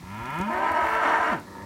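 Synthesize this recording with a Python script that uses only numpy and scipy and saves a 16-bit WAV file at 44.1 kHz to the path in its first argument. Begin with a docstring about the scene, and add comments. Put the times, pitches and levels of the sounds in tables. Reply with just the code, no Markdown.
"""An outdoor pen crowded with calves. Close by, one starts a closed-mouth moo that climbs in pitch, opens
its mouth into a hoarse bawl with two pitches at once, and drops off in a grunt; a softer low moo follows.
Each call is a train of vocal-fold pulses ringing through the throat. Hooves thud and tick in the dirt,
flanks knock, hides rub, and the pen walls throw back a short echo over the hush of the yard."""
import sys
import numpy as np
from scipy import signal
from scipy.fft import rfft, irfft
from scipy.io import wavfile
from scipy.ndimage import uniform_filter1d

SR = 44100
rng = np.random.default_rng(int(sys.argv[2]) if len(sys.argv) > 2 else 0)


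def master_out(mix):
    """Clip the mix to full scale and print it as 16-bit PCM to the path in sys.argv[1]."""
    frames = np.transpose(np.atleast_2d(mix))
    ceiling = np.clip(frames, -1, 1)
    pcm = np.round(ceiling * 32767).astype(np.int16)
    wavfile.write(sys.argv[1], SR, pcm)


N = 72765

# the close calf's regular fold vibration, in moo and grunt: (time [s], pitch [Hz])
CALF_PITCH = [(0, 81), (.036, 87), (.1, 97), (.17, 109), (.22, 117.5), (.296, 135), (.35, 158), (.4, 184),
              (.48, 220), (.58, 250), (.7, 270), (1.28, 305), (1.325, 220), (1.35, 165), (1.39, 102),
              (1.45, 85)]


def bawl():
    """Two fold vibrations at once, through a throat that brightens as the mouth opens."""
    # the hoarse, unsteady vibration: (time [s], pitch [Hz])
    hoarse_pitch = [(.48, 313.7), (.6, 319.1), (.72, 323.8), (.82, 317.7), (.92, 328.5), (1.02, 316.5),
                    (1.15, 316.2), (1.28, 318), (1.33, 294.4), (1.4, 222)]
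    # the cleaner, higher one: (time [s], pitch [Hz], strength against the hoarse one [ratio])
    squeal_curve = [(.48, 324.9, 0.13), (.53, 357.9, 1), (.59, 386, 0.74), (.7, 415, 0.19),
                    (.83, 438.3, 0.29), (.94, 444.2, 1), (1.02, 445.7, 0.28), (1.15, 451.4, 0.44),
                    (1.23, 447, 0.13), (1.32, 435.5, 0.084)]
    # how hard the calf pushes: (time [s], level [dB])
    effort = [(.44, -65), (.475, -32.5), (.51, -27.5), (.56, -28.5), (.6, -26.5), (.72, -23.5), (.84, -23),
              (.92, -26), (.965, -22), (1.0, -25), (1.07, -21), (1.17, -22), (1.22, -24.5), (1.335, -24),
              (1.365, -43), (1.4, -66), (1.45, -78)]
    # mouth and strain: (time [s], mouth opening [0-1], roughness [0-1])
    strain = [(.48, 0, .5), (.72, 0.48, 0.49), (.84, 0.77, 0.62), (.94, 0.96, .6), (1.15, 1, 0.61),
              (1.31, 0.92, 0.68)]
    # throat resonances: (centre [Hz], width [Hz], mouth half open [dB], wide open [dB])
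    formants = [(242.3, 30.4, 5.5, -13), (326, 99, -7.5, -6.5), (435, 48, -11.5, -10), (604.5, 49, 0, 1),
                (701.3, 72, -2.5, 2.5), (805, 30, -4, 0.5), (922.2, 31.2, 8.5, 3), (985.3, 78.4, 2, 6.5),
                (1150, 39, -11, 1), (1262.5, 46.4, -4.5, 2.5), (1363, 35, -27, 4), (1565, 112, -8.5, 0.5),
                (1788, 204, -9.5, -3), (2097, 205, -13, -7.5), (2657, 425, -25, -16.5)]
    # faint upper resonances: (centre [Hz], width [Hz], mouth half open [dB], wide open [dB])
    upper_formants = [(3516, 117, -54, -26), (4150, 130, -40, -29), (4507, 65, -30, -27.5),
                      (5500, 85, -38, -27.5), (5950, 350, -50, -31.5), (7020, 110, -41, -30.5),
                      (7500, 660, -43, -38), (8870, 710, -44, -38)]
    (pitch_hz,), (effort_db,) = in_time(hoarse_pitch), in_time(effort)
    mouth, rough = in_time(strain)
    squeal_hz, squeal_gain = in_time(squeal_curve)
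    hoarse, _ = folds(pitch_hz, rough, half_lines=.23)
    squeal, _ = folds(squeal_hz, rough=.11, half_lines=.44)
    source = hoarse + squeal_gain * squeal
    opening_formants = [(hz, width, half_db + mouth * (wide_db - half_db))
                        for hz, width, half_db, wide_db in formants + upper_formants]
    shimmer_db = 1.2 * rough * drift(28)
    return throat(source, opening_formants) * from_db(effort_db + shimmer_db)


def moo():
    """Clean fold pulses behind a closed mouth, over a nasal hum; leads into the bawl and closes it."""
    # the moo's swell: (time [s], level [dB])
    swell = [(0, -72), (.04, -50.5), (.08, -46.5), (.15, -39), (.28, -34), (.37, -30.5), (.43, -28.5),
             (.465, -34.5), (.54, -40), (.68, -35.5), (.8, -64), (1.25, -73), (1.33, -41), (1.38, -46),
             (1.45, -78)]
    # the two lowest partials, through the nose: (time [s], fundamental [dB], octave [dB])
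    nasal_partials = [(0, -64, -52), (.06, -44.5, -45), (.2, -39, -54), (.29, -51, -45), (.35, -57, -53),
                      (.41, -42.5, -51), (.5, -33, -56), (.56, -38, -71), (.72, -75, -59), (1.25, -73, -73),
                      (1.335, -33, -37.5), (1.39, -45.5, -50), (1.46, -60, -75)]
    # the throat with the mouth closed: (centre [Hz], width [Hz], level [dB])
    formants = [(186.5, 96, -2), (333, 60, -7), (601, 58, -9.5), (754, 77, -8), (963, 85, 2),
                (1260, 60, -5), (1335, 97, -1.5), (1682, 75, -6.5), (1830, 25, -9.5), (2158, 92, -10.5),
                (2458, 84, -10.5), (2814, 51, -16.5), (3043, 73, -18.5), (3380, 120, -22.5)]
    (pitch_hz,), (level_db,) = in_time(CALF_PITCH), in_time(swell)
    fundamental_db, octave_db = in_time(nasal_partials)
    source, cycles = folds(pitch_hz, rough=.07)
    phase = 2 * np.pi * cycles
    hum = from_db(fundamental_db) * np.cos(phase) + from_db(octave_db) * np.cos(2 * phase)
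    return throat(source, formants) * from_db(level_db) + np.sqrt(2) * hum


def grunt():
    """As the bawl collapses, the slackening folds rattle through the closing throat."""
    # the grunt's swell: (time [s], level [dB])
    swell = [(1.2, -80), (1.28, -42), (1.335, -35), (1.365, -37.5), (1.4, -43), (1.44, -54), (1.5, -68)]
    # the closing throat: (centre [Hz], width [Hz], level [dB])
    formants = [(238, 50.9, 3), (322, 75.4, 2.5), (400, 130, -10), (622, 98, -5)]
    (pitch_hz,), (level_db,) = in_time(CALF_PITCH), in_time(swell)
    source, _ = folds(pitch_hz, rough=.257)
    return throat(source, formants) * from_db(level_db)


def low_moo():
    """A quiet, grainy moo with the mouth nearly shut."""
    # the call's contour: (time [s], pitch [Hz], level [dB])
    contour = [(1.42, 90.5, -58), (1.48, 96.5, -45), (1.52, 99.5, -44.5), (1.55, 97.5, -42.5),
               (1.59, 99.6, -40.5), (1.65, 100.2, -42.5)]
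    # its throat: (centre [Hz], width [Hz], level [dB])
    formants = [(101, 73, -1), (223, 56, 6), (337, 69, 4.5), (526, 140, -1.5), (940, 52, 6),
                (1204, 210, -5.5), (1745, 95, -2.5), (1844, 87, -3.5)]
    pitch_hz, level_db = in_time(contour)
    source, _ = folds(pitch_hz, rough=.4)
    started = since(contour[0][0]) > 0
    return throat(source, formants) * from_db(level_db) * started


def folds(pitch_hz, rough, half_lines=0):
    """Vocal folds, one pulse a cycle; roughness adds jitter and rasp. Also returns the cycle count."""
    jitter = .04003 * rough * drift(70.5)
    cycles = np.cumsum(pitch_hz * (1 + jitter)) / SR
    count = np.floor(cycles)
    alternation = 1 + half_lines * (-1) ** count  # strong and weak in turn: a growl an octave down
    heights = np.diff(count, prepend=0) * np.sqrt(SR / pitch_hz) * alternation
    late = (cycles - count) * SR / pitch_hz  # splits each pulse between two samples
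    pulses = heights * (1 - late) + np.roll(heights * late, -1)
    rasp = rng.standard_normal(N) * (1 + np.cos(2 * np.pi * cycles))
    return (1 - rough) * pulses + .82 * rough * rasp, cycles


def throat(source, formants):
    """Parallel resonances shape the pulses; the voice is then held at unit level."""
    voice = sum(resonance(source, hz, width) * from_db(db) for hz, width, db in formants)
    power = np.abs(uniform_filter1d(voice ** 2, size=1300))
    return voice / np.sqrt(power + 1e-12)


def jostling():
    """Soft hoof thuds, hollow knocks of flanks and snaps of grit."""
    # hooves landing in dirt: (time [s], level [dB], pitch [Hz])
    thuds = [(0.029, -34, 92), (0.208, -34, 61), (.385, -37, 70), (0.538, -40.5, 75), (.7, -34.5, 86),
             (0.818, -32.5, 71.12), (0.924, -37.5, 58.47), (1.188, -39.5, 71), (1.285, -40, 62.4),
             (1.616, -39, 87.1)]
    # flanks knocking together: (time [s], level [dB])
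    knocks = [(.028, -40.5), (.401, -26.5)]
    # a flank's hollow ring: (pitch [Hz], level [dB], time to fall 60 dB [s])
    flank_modes = [(187.6, 0.5, 0.15), (292, -6.5, 0.054), (342, -2, 0.045)]
    # grit snapping under hooves: (time [s], level [dB], centre [Hz])
    ticks = [(0.2566, -44.5, 4420), (0.387, -43.5, 7950), (.412, -40, 5600), (0.7172, -40.5, 12000),
             (0.8616, -52, 6519), (.894, -48, 12000), (1.3983, -49, 9114)]
    thud_attack_s, thud_decay_s, tick_decay_s = .01, .018, .0037
    out = np.zeros(N)
    for s, db, hz in thuds:
        t = since(s)
        envelope = (1 - np.exp(-t / thud_attack_s)) * np.exp(-t / thud_decay_s)
        out += 2 * from_db(db) * envelope * np.sin(2 * np.pi * hz * t)
    for s, db in knocks:
        t = since(s)
        for hz, mode_db, t60 in flank_modes:
            out += from_db(db + mode_db - 60 * t / t60) * np.sin(2 * np.pi * hz * t)
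    for s, db, hz in ticks:
        t = since(s)
        snap = rms_one(resonance(rng.standard_normal(N), hz, width_hz=hz))
        out += from_db(db) * (t > 0) * np.exp(-t / tick_decay_s) * snap
    return out


def scuffing():
    """A soft rub of hides with grains of dirt in it."""
    # hides rubbing and feet scuffing: (time [s], level [dB])
    swell = [(0, -57.5), (.2, -48.5), (.29, -48), (.36, -42.5), (.47, -52.5), (.54, -46.5), (.66, -58),
             (.8, -49), (.93, -43), (1.05, -48.5), (1.35, -47.5), (1.46, -64), (1.54, -57.5), (1.65, -60.5)]
    # the rub's tone colour: (frequency [Hz], level [dB])
    colour = [(500, -58.5), (2000, 31.5), (4000, 6), (7000, 3), (11000, 4.5), (16000, 2)]
    grains_per_s, grain_decay_s, grit_db = 350, .00043, 3
    onsets = rng.random(N) < grains_per_s / SR
    grains = onsets * from_db(2.8 * np.minimum(rng.exponential(1, N), 4))
    grain_envelope = signal.lfilter([1], [1, -np.exp(-1 / (grain_decay_s * SR))], grains + 1e-18)
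    grit = from_db(grit_db) * rms_one(grain_envelope * rng.standard_normal(N))
    level_db = in_time(swell)[0] + .5 * drift(12)
    return from_db(level_db) * coloured(rng.standard_normal(N) + grit, colour)


def pen_echo(x):
    """Two wall echoes and a short, dull scatter from the herd; the bass is hardly thrown back."""
    # slaps off the pen walls: (delay [s], level [dB])
    walls = [(0.0117, -15), (0.0248, -25)]
    scatter_db, t60_s, low_cut_hz, high_cut_hz = -6.5, .24, 250, 4700
    t = np.arange(SR // 2) / SR
    dull = signal.sosfilt(signal.butter(2, high_cut_hz, fs=SR, output="sos"), rng.standard_normal(len(t)))
    tail = rms_one(dull) * from_db(-60 * t / t60_s) * (t > .008)
    passband_gain = np.sqrt(np.sum(tail ** 2) * SR / 2 / high_cut_hz)
    response = from_db(scatter_db) * tail / passband_gain
    for delay_s, db in walls:
        response[int(delay_s * SR)] += from_db(db)
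    echo = signal.fftconvolve(x, response)[:N]
    return signal.sosfilt(signal.butter(2, low_cut_hz, "high", fs=SR, output="sos"), echo)


def yard():
    """A steady, bass-heavy bed of outdoor hush."""
    # the yard's tone colour: (frequency [Hz], level [dB])
    colour = [(20, -35), (35, -11), (55, -4), (100, -5.5), (250, -2.5), (500, -23), (1000, -8.5),
              (2000, -36), (4000, -22.5), (16000, -36.5)]
    return from_db(-47.5) * coloured(rng.standard_normal(N), colour)


def from_db(db):
    """Decibels to gain."""
    return 10 ** (np.asarray(db) / 20)


def rms_one(x):
    """Scale to unit rms."""
    return x / np.sqrt(np.mean(x ** 2) + 1e-20)


def since(s):
    """Seconds since a moment, zero before it."""
    return np.maximum(np.arange(N) / SR - s, 0)


def in_time(rows):
    """Each column of a timed curve, at every sample."""
    s, *columns = np.transpose(rows)
    return [np.interp(np.arange(N) / SR, s, c) for c in columns]


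def drift(rate_hz):
    """A smooth random wander at unit rms."""
    pole = np.exp(-2 * np.pi * rate_hz / SR)
    return rms_one(signal.lfilter([1], [1, -2 * pole, pole * pole], rng.standard_normal(N + SR))[SR:])


def coloured(x, colour):
    """Give a noise a tone colour, at unit rms."""
    hz, db = np.transpose(colour)
    bins_hz = np.maximum(np.fft.rfftfreq(N, 1 / SR), 1)
    gain = from_db(np.interp(np.log(bins_hz), np.log(hz), db))
    return rms_one(irfft(rfft(x) * gain, N))


def resonance(x, hz, width_hz):
    """A steep-sided resonance with unit gain at its peak."""
    middle_hz = np.sqrt(hz ** 2 + width_hz ** 2 / 4)
    band = [middle_hz - width_hz / 2, min(middle_hz + width_hz / 2, SR / 2 - 100)]
    return signal.sosfilt(signal.butter(2, band, "band", fs=SR, output="sos"), x)


def scene():
    """Calls and movement in the pen over the yard's hush; the closed-mouth moo stirs less echo."""
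    closed_moo = moo()
    herd = bawl() + grunt() + low_moo() + jostling()
    hush = yard()
    echo = pen_echo(herd + .75 * closed_moo)
    return (closed_moo + herd + echo + scuffing() + hush)[None]


def record(dry):
    """The deepest bass and the very top are cut."""
    low_cut_hz, high_cut_hz = 42, 15800
    dry = signal.sosfilt(signal.butter(4, low_cut_hz, "high", fs=SR, output="sos"), dry)
    return signal.sosfilt(signal.ellip(10, .1, 80, high_cut_hz, fs=SR, output="sos"), dry)


dry = scene()
out = record(dry)
master_out(out)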